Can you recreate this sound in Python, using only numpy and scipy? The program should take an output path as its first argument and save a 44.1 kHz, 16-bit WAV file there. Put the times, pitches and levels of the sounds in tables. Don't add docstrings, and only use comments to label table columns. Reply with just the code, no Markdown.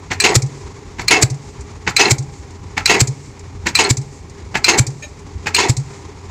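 import sys
import numpy as np
from scipy import signal
from scipy.fft import rfft, irfft
from scipy.io import wavfile
from scipy.ndimage import uniform_filter1d, minimum_filter1d

SR = 44100
rng = np.random.default_rng(int(sys.argv[2]) if len(sys.argv) > 2 else 0)


def gain_from_decibels(decibels):
    exponent = np.asarray(decibels, float) / 20
    return 10 ** exponent


def persist_wave(psi):
    counts = np.round(np.clip(psi, -1, 1) * 32767).astype(np.int16)
    wavfile.write(sys.argv[1], SR, np.atleast_2d(counts).T)


N = 277830
AFTER = np.arange(SR // 4) / SR


def noise(count=len(AFTER)):
    return rng.standard_normal(count)


def evened(x):
    return x / np.sqrt(np.mean(x ** 2) + 1e-20)


def add(mix, s, sound):
    part = mix[round(s * SR):][:len(sound)]
    part += sound[:len(part)]


def coloured(x, colour):
    f, db = np.transpose(colour)
    hz = np.fft.rfftfreq(len(x), 1 / SR)
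    level_db = np.interp(np.log(hz + 1), np.log(f + 1), db, -90, -90)
    return evened(irfft(rfft(x) * gain_from_decibels(level_db), len(x)))


def resonate(x, hz, width):
    r = np.exp(-np.pi * width / SR)
    return evened(signal.lfilter([1, 0, -1], [1, -2 * r * np.cos(2 * np.pi * hz / SR), r * r], x))


def swell(t, rise, t60):
    return (1 - np.exp(-t / rise)) ** 2 * gain_from_decibels(-60 * t / t60)


def later(t, s, db, rise, t60):
    return gain_from_decibels(db) * swell(np.maximum(t - s, 0), rise, t60)


def wander(count, span):
    return evened(uniform_filter1d(uniform_filter1d(noise(count), int(span)), int(span)))


def rung(knocks, parts, spread_db):
    rings = []
    for hz, width, db in parts:
        hits = knocks * gain_from_decibels(spread_db * wander(len(knocks), 470))
        rings.append(gain_from_decibels(db) * resonate(hits, hz, width))
    return rings


def ring_out(hz, db, t60):
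    wavering = gain_from_decibels(db + 3.3 * wander(len(AFTER), 116))
    return wavering * np.sin(2 * np.pi * hz * AFTER) * swell(AFTER, 0.0011, t60)


def pipe(start_hz, end_hz, rise, t60):
    turns = np.cumsum(end_hz + (start_hz - end_hz) * np.exp(-AFTER / .018)) / SR
    return np.sin(2 * np.pi * turns) * swell(AFTER, rise, t60)


# start_s, peak_db, main_ring_hz, top_ring_db (against the main ring)
BLOWS = [
    (0.2003, -6.5, 4070, 0),
    (1.0805, -7.5, 4150, -23),
    (1.9641, -4, 4010, -27),
    (2.857, -9, 4020, -31),
    (3.7512, -4.5, 4030, -6),
    (4.6421, -4.5, 4090, -22),
    (5.545, -6, 4150, -7),
]
# pitch_hz, level_db, t60_s
ANVIL_RINGS = [(1800, -22, .04), (2390, -10, .085), (2650, -20, .1), (4560, -11, .05), (4800, -15, .045),
               (5200, -14, .03), (5900, -16, .035), (6600, -14, .03), (7400, -20, .045)]
# pitch_hz, density_db (per Hz)
CRACK_COLOUR = [(300, -26), (900, -19.5), (1500, -10.5), (2400, -2), (3300, -22.5), (4300, -3), (6000, -12),
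                (8200, -7), (8800, -24.5), (14500, -26.5), (16000, -30)]


def blow(peak_db, hz, top_db):
    contact = np.exp(-(AFTER / .0098) ** 3) + .07 * np.exp(-AFTER / .008)
    onset = (1 - np.exp(-AFTER / .0011)) ** 2
    turns = np.cumsum(hz * (1 + .25 * np.exp(-AFTER / .0016))) / SR
    main = np.sin(2 * np.pi * turns) + gain_from_decibels(top_db) * np.sin(2 * np.pi * 8060 * AFTER)
    main = main * (1 - np.exp(-AFTER / 0.0016)) ** 2
    rings = np.zeros(len(AFTER))
    for f, db, t60 in ANVIL_RINGS:
        rings += gain_from_decibels(db - 60 * AFTER / t60) * np.sin(2 * np.pi * (f * AFTER + rng.random()))
    crack = gain_from_decibels(-60 * AFTER / 0.07) * coloured(noise(), CRACK_COLOUR)
    return gain_from_decibels(peak_db + 7.5) * ((main + crack) * contact + rings) * onset


# start_s, jet_db
BARKS = [
    (0.35, 3.5),
    (1.221, 5),
    (2.105, 5.5),
    (3.001, 5.5),
    (3.898, -6),
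    (4.782, 7.5),
    (5.691, -14.5),
]
# pitch_hz, density_db (per Hz)
JET_COLOUR = [(150, -58), (250, -5.5), (845, -21), (1330, -18.5), (1880, -18), (2280, -9), (2620, -19.5),
              (3280, -21), (4260, -12), (6140, -13.5), (7570, -4.5), (8550, -22.5), (16000, -40.5)]


def bark(mix, s, jet_db):
    jet = coloured(noise(), JET_COLOUR)
    puff = np.exp(-((AFTER - .019) / .0062) ** 4)
    leak = gain_from_decibels(-5.5 - 0.86 * jet_db) * swell(AFTER, 0.0048, 0.12)
    add(mix, s - .01, gain_from_decibels(jet_db - 6) * jet * (puff + leak))
    add(mix, s, gain_from_decibels(jet_db - 19.0) * pipe(162, 160, 0.00035, 0.079))


# start_s, level_db
BOOMS = [
    (0.363, -2.5),
    (1.2322, -3.5),
    (2.112, -3),
    (3.0152, -3.5),
    (3.906, -4.5),
    (4.7958, -2),
    (5.694, -3.5),
]


def boom(db):
    slow = gain_from_decibels(-17.5) * pipe(121.5, 140.4, .02, 0.27)
    return gain_from_decibels(db + 4) * (pipe(103.5, 135.6, 0.0023, 0.12) + slow)


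# start_s, clatter_db, mast_db, rise_s, clatter_t60_s
REBOUNDS = [
    (0.238, -6, -11, 0.001, 0.22),
    (1.107, -5, -10.5, 0.0011, 0.21),
    (1.992, -6, -10.5, 0.0017, 0.22),
    (2.894, -8.5, -12, 0.0025, 0.24),
    (3.787, -2.5, -12.5, 0.0034, 0.14),
    (4.680, -1, -12, 0.0044, 0.14),
    (5.581, -7.5, -15, .005, 0.19),
]
# start_s, clatter_db, mast_db
JOLTS = [
    (.29, -32, -21.5),
    (1.156, -25, -23),
    (2.05, -20, -18.5),
    (2.94, -27, -18),
    (3.84, -17, -22.5),
    (4.731, -24, -20),
    (5.628, -17, -20),
]
# scrape_db (before the blow), shiver_db (after it)
GUIDES = [
    (-32.5, 0),
    (-20, -5),
    (-23, 0.5),
    (-22, 3),
    (-16, 0),
    (-21, -0.5),
    (-21, 1),
]
# pitch_hz, density_db (per Hz)
CLATTER_COLOUR = [(530, -34), (900, -10), (1290, -8), (1370, -6), (1550, -8.5), (2170, -0.5), (2730, -1.5),
                  (3730, -3.5), (4150, 0), (6030, -4.5), (6560, 1.5), (9090, -19.5), (16000, -72)]
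# pitch_hz, density_db (per Hz)
MAST_COLOUR = [(71, -47), (120, -15.5), (264, -13), (416, 1), (593, -21.5), (782, -5), (987, -9.5),
               (1290, -22), (1380, -27), (1700, -16.5), (2210, -10.5), (3740, -120)]
# pitch_hz, width_hz, level_db
STEEL_PARTS = [(322, 13, -2.5), (411, 6.7, 4.5), (704, 58, 11), (938, 9.1, 6), (1363, 14, 9),
               (2034, 33, -25), (2210, 16, -24), (2595, 20, 16), (2650, 220, 18), (2940, 10, -8),
               (4150, 91, 1.5), (4500, 50, -21), (6250, 76, -41)]


def rattle(mix, blow_s, guides, rebound, jolt, still_s):
    scrape_db, shiver_db = guides
    s, clatter_db, mast_db, rise, t60 = rebound
    jolt_s, jolt_db, jolt_mast_db = jolt
    t = blow_s - .018 + AFTER
    shiver_s, mast_t60, jolt_rise = blow_s + .013, 0.33, 0.005
    knocks = noise() * gain_from_decibels(1.55 * wander(len(AFTER), 62))
    rings = rung(knocks, STEEL_PARTS, 8.3)
    mast = evened(coloured(knocks, MAST_COLOUR) + gain_from_decibels(-12.5) * evened(sum(rings[:4])))
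    clatter = evened(coloured(knocks, CLATTER_COLOUR) + gain_from_decibels(-3.5) * evened(sum(rings[4:])))
    shake = later(t, shiver_s, shiver_db - 13.5, 0.0037, 0.14)
    shake += later(t, s, clatter_db, rise, t60)
    shake += later(t, jolt_s, jolt_db, jolt_rise, 0.13)
    shake += gain_from_decibels(scrape_db) * np.exp(-abs(t - blow_s) / 0.0023)
    sway = later(t, shiver_s, -28, .002, mast_t60)
    sway += later(t, s, mast_db, 0.0015, mast_t60)
    sway += later(t, jolt_s, jolt_mast_db, jolt_rise, 0.62)
    stilled = gain_from_decibels(-1200 * np.maximum(t - still_s, 0))
    add(mix, t[0], (shake * clatter + sway * mast) * stilled)
    add(mix, s + .02, ring_out(329, mast_db - 14, .25))


# start_s, pitch_hz, level_db
PINGS = [(4.553, 900, -15), (3.675, 950, -21), (.24, 2810, -11), (.245, 2210, -10), (.292, 7800, -16),
         (.295, 423, -12.5), (1.108, 10000, -8.5), (1.126, 6400, -19), (1.124, 2180, -6),
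         (1.158, 2650, -11), (1.995, 5900, -7.5), (2.015, 6500, -21), (2.01, 5030, -10),
         (2.055, 2650, -12.5), (2.053, 4150, -11), (2.07, 6800, -24), (2.884, 6500, -18),
         (2.897, 2200, -14), (2.955, 445, -22), (2.942, 8220, -23), (3.847, 4230, -9.5), (3.84, 8060, -15),
         (3.789, 906, -7), (3.858, 340, -26), (4.688, 6415, -7), (4.688, 2730, -11), (4.735, 4150, -14),
         (5.572, 6750, -16), (5.585, 1000, -9), (5.635, 3500, -20)]
# pitch_hz, t60_s
PING_T60 = [(420, 0.12), (920, 0.094), (2600, 0.093), (4200, .055), (6500, 0.1), (8100, .035)]


def ping(hz, db):
    return ring_out(hz, db, np.interp(hz, *np.transpose(PING_T60)))


# start_s, level_db, treble_db (against body), second_knock_db, lever_ring_db
CLANKS = [
    (0.1122, -13.5, -9, -25, -43),
    (.993, -19, -9, -29, -35),
    (1.875, -12, -16, -20, -31),
    (2.776, -14, -9, -42, -26),
    (3.6665, -12, -5, -20, -45),
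    (4.552, -12, -9.5, -22, -31),
    (5.468, -14, -7.5, -34, -30),
]
# pitch_hz, density_db (per Hz)
CLANK_COLOUR = [(59, -39), (100, 10), (442, 3.5), (583, -4.5), (872, 5), (1200, -1.5), (1800, 8),
                (3250, -5.5), (4470, -4), (7610, -4), (9020, -28), (14700, -48), (16000, -48)]
# pitch_hz, width_hz, level_db
LEVER_PARTS = [(467, 16, 2.5), (810, 310, 14), (1460, 30, -28.5), (2200, 95, 14), (2545, 140, 12.5),
               (4300, 98, 5)]


def clank(mix, s, level_db, treble_db, second_db, ring_db):
    touch_s = .011
    knocks = noise() * gain_from_decibels(1.04 * wander(len(AFTER), 79))
    body = evened(coloured(knocks, CLANK_COLOUR) + gain_from_decibels(-6) * evened(sum(rung(knocks, LEVER_PARTS, 7.7))))
    top = signal.lfilter(*signal.butter(2, 3300, "high", fs=SR), body)
    touch = later(AFTER, 0, level_db - 7, .003, 0.18)
    first = later(AFTER, touch_s, level_db + 3.5, 0.0012, 0.058)
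    second = later(AFTER, touch_s + 0.014, second_db - 2.5, 0.0041, 0.071)
    bright = gain_from_decibels(treble_db + 7.0) * (first + 0.47 * touch) + gain_from_decibels(14.5) * second
    add(mix, s - touch_s, (body - top) * (touch + first + second) + top * bright)
    add(mix, s - touch_s, gain_from_decibels(level_db - 5) * pipe(204, 167, 0.0037, 0.066))
    add(mix, s + 0.033, ring_out(1315, ring_db, 0.094))


# start_s, hiss_db, boom_db
GULPS = [
    (0.422, -27, -15),
    (1.3021, -30.5, -17.5),
    (2.1843, -29, -17.5),
    (3.0743, -25, -17.5),
    (3.9715, -26.5, -17.5),
    (4.8685, -26, -19),
    (5.7687, -26, -16),
]
# pitch_hz, density_db (per Hz)
GULP_COLOUR = [(880, -45), (1500, -22), (2270, 5), (2830, -19), (4200, 2.5), (7460, 9.5), (8240, 2.5),
               (10600, -20.5), (14900, -25), (16000, -40)]


def gulp(mix, s, hiss_db, boom_db):
    fade = swell(AFTER, 0.0019, 0.046) + gain_from_decibels(-30.5) * swell(AFTER, 0.0014, 1.0)
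    add(mix, s - .003, gain_from_decibels(hiss_db + 10.5) * coloured(noise(), GULP_COLOUR) * fade)
    slide = coloured(noise(), GULP_COLOUR) * np.exp(-((AFTER - 0.14) / 0.074) ** 2)
    add(mix, s + .04, gain_from_decibels(-49) * slide)
    drawn = pipe(95, 143.3, 0.012, 0.17) * np.exp(-(AFTER / 0.082) ** 4)
    add(mix, s + 0.00051, gain_from_decibels(boom_db + 14) * drawn)
    add(mix, s + .085, gain_from_decibels(boom_db - 9.5) * pipe(125, 143.8, 0.004, 0.32))


# start_s, level_db
THUDS = [
    (.635, -24.5),
    (1.585, -24),
    (2.385, -25.5),
    (3.631, -23),
    (4.43, -27),
    (5.05, -31),
    (5.35, -22.5),
    (6.16, -32),
]


def thud(db):
    return gain_from_decibels(db + 6) * pipe(89, 62, 0.0074, 0.18)


# start_s, peak_db
TICKS = [(0.464, -34.5), (0.7644, -46), (1.3444, -35), (1.609, -32.5), (2.2258, -35), (2.5067, -41),
         (3.1055, -45), (3.3937, -36), (4.015, -33.5), (4.2977, -38), (4.904, -38), (5.1915, -39),
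         (5.7992, -35)]


def tick(db):
    return gain_from_decibels(db) * coloured(noise(), GULP_COLOUR) * swell(AFTER, 0.001, 0.059)


# multiple (of the slip rate), level_db
SQUEAK_PARTIALS = [(1, -39.5), (3, -39.5), (4, -34), (5.12, -50), (6.4, -44), (10.95, -36)]


def squeak():
    length_s, slip_hz = 0.036, 599
    t = np.arange(0, 2 * length_s, 1 / SR)
    slips = noise(len(t))
    tone = sum(gain_from_decibels(db) * resonate(slips, k * slip_hz, 11.0) for k, db in SQUEAK_PARTIALS)
    scrape = gain_from_decibels(-41) * coloured(slips, CLATTER_COLOUR)
    return (tone + scrape) * np.clip(t / 0.0036, 0, 1) * np.exp(-(t / length_s) ** 4)


# time_s, firing_hz, body_db (body and fan)
ENGINE = [(0, 89, -47), (.6, 91.8, -42.5), (1, 88.8, -47), (1.6, 88.5, -45.5), (2.2, 84.8, -47.5),
          (2.7, 88.7, -46.5), (3.4, 87.4, -46.5), (4.1, 86.4, -48.5), (4.5, 88.8, -45.5), (5.1, 86.3, -48),
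          (5.5, 88.3, -45), (5.95, 86, -44), (6.3, 89, -45.5)]
# pitch_hz, density_db (per Hz)
RUMBLE_COLOUR = [(12, -47), (20, -24), (59, -3), (81, -11.5), (98, -13), (114, -3), (145, -10.5),
                 (162, -8.5), (187, -15.5), (230, -21), (300, -62), (510, -120)]
# pitch_hz, density_db (per Hz)
BODY_COLOUR = [(100, -41), (170, -40), (194, -5), (364, -7.5), (400, 3), (432, -7), (532, -16), (608, -19),
               (978, -9.5), (1510, -22), (2170, -18), (2950, -27), (7060, -23), (9000, -39.5), (10800, -46),
               (11500, -60), (16000, -62)]
# pitch_hz, width_hz, level_db
PANELS = [(274, 38, -50.5), (416, 64, -53), (812, 29, -57), (1030, 150, -71), (2090, 540, -61.5)]


def excavator():
    t = np.arange(N) / SR
    s, hz, db = np.transpose(ENGINE)
    firing_hz, body_db = np.interp(t, s, hz), np.interp(t, s, db)
    sunk = np.zeros(N)
    for blow_s, *_ in BLOWS:
        sunk += np.clip((t - blow_s) / 0.26, 0, 1) * np.exp(-(abs(t - blow_s) / 0.49) ** 1.87)
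    rumble_db = -37 - 7.5 * sunk + 3.1 * wander(N, 1700)
    rumble = coloured(noise(N), RUMBLE_COLOUR) * gain_from_decibels(rumble_db)
    turns = np.cumsum(firing_hz * (1 + 0.015 * wander(N, 1000))) / SR
    tone_db = -31.5 - 19 * sunk + 3.6 * wander(N, 1700)
    tone = gain_from_decibels(tone_db) * np.sin(2 * np.pi * turns)
    throb_db = 0.54 * np.cos(np.pi * turns) + 1.68 * wander(N, 640)
    body = coloured(noise(N), BODY_COLOUR) * gain_from_decibels(body_db + 6.0 - 1.5 * sunk + throb_db)
    low = signal.filtfilt(*signal.butter(2, 1650, fs=SR), body)
    body = body + (gain_from_decibels(-3.5 * sunk) - 1) * low
    hum = sum(gain_from_decibels(db) * resonate(noise(N), f, w) for f, w, db in PANELS)
    return rumble + tone + body + hum * gain_from_decibels(4.5 * sunk)


# pitch_hz, t60_s
YARD = [(200, 0.41), (500, 0.57), (1000, 0.33), (2200, 0.22), (5000, 0.095), (10000, 0.15)]


def yard(x):
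    hz, t, z = signal.stft(noise(SR // 2), SR, nperseg=256)
    f, t60 = np.transpose(YARD)
    fade = gain_from_decibels(-60 * t / np.interp(hz, f, t60)[:, None])
    tail = signal.istft(z * fade, SR, nperseg=256)[1]
    return signal.fftconvolve(x, tail / np.linalg.norm(tail))[:N]


def scene():
    steel, gas = np.zeros(N), np.zeros(N)
    for s, *rest in BLOWS:
        add(steel, s, blow(*rest))
    for hit, guides, rebound, jolt, ports in zip(BLOWS, GUIDES, REBOUNDS, JOLTS, BARKS):
        rattle(steel, hit[0], guides, rebound, jolt, ports[0])
    for s, hz, db in PINGS:
        add(steel, s, ping(hz, db))
    for row in CLANKS:
        clank(steel, *row)
    for s, db in TICKS:
        add(steel, s - .002, tick(db))
    add(steel, 5.022, squeak())
    for row in BARKS:
        bark(gas, *row)
    for s, db in BOOMS:
        add(gas, s, boom(db))
    for row in GULPS:
        gulp(gas, *row)
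    for s, db in THUDS:
        add(gas, s, thud(db))
    scattered = gain_from_decibels(-14.5) * yard(steel + gain_from_decibels(-8.0) * gas)
    mix = steel + scattered + gas + excavator()
    return np.array([mix, mix])


def top_cut(x):
    return signal.sosfilt(signal.butter(12, 16280, fs=SR, output="sos"), x)


def record(dry):
    x = dry[0]
    peak = -minimum_filter1d(-abs(x), size=260)
    held = x / uniform_filter1d(np.maximum(peak / 1.3, 1), size=200)
    held = np.clip(held, -1.05, 1.05)
    held = signal.oaconvolve(held, signal.firwin(255, 15650, fs=SR), "same")
    treble = signal.lfilter(*signal.butter(6, 3900, "high", fs=SR), held)
    level = uniform_filter1d(abs(treble), size=60)
    sudden = np.clip((level - 6 * np.roll(level, 130)) / .3, 0, 1)
    side = gain_from_decibels(-6) * sudden * np.roll(treble, 7)
    return top_cut(np.array([held + side, held - side]))


dry = scene()
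out = record(dry)
persist_wave(out)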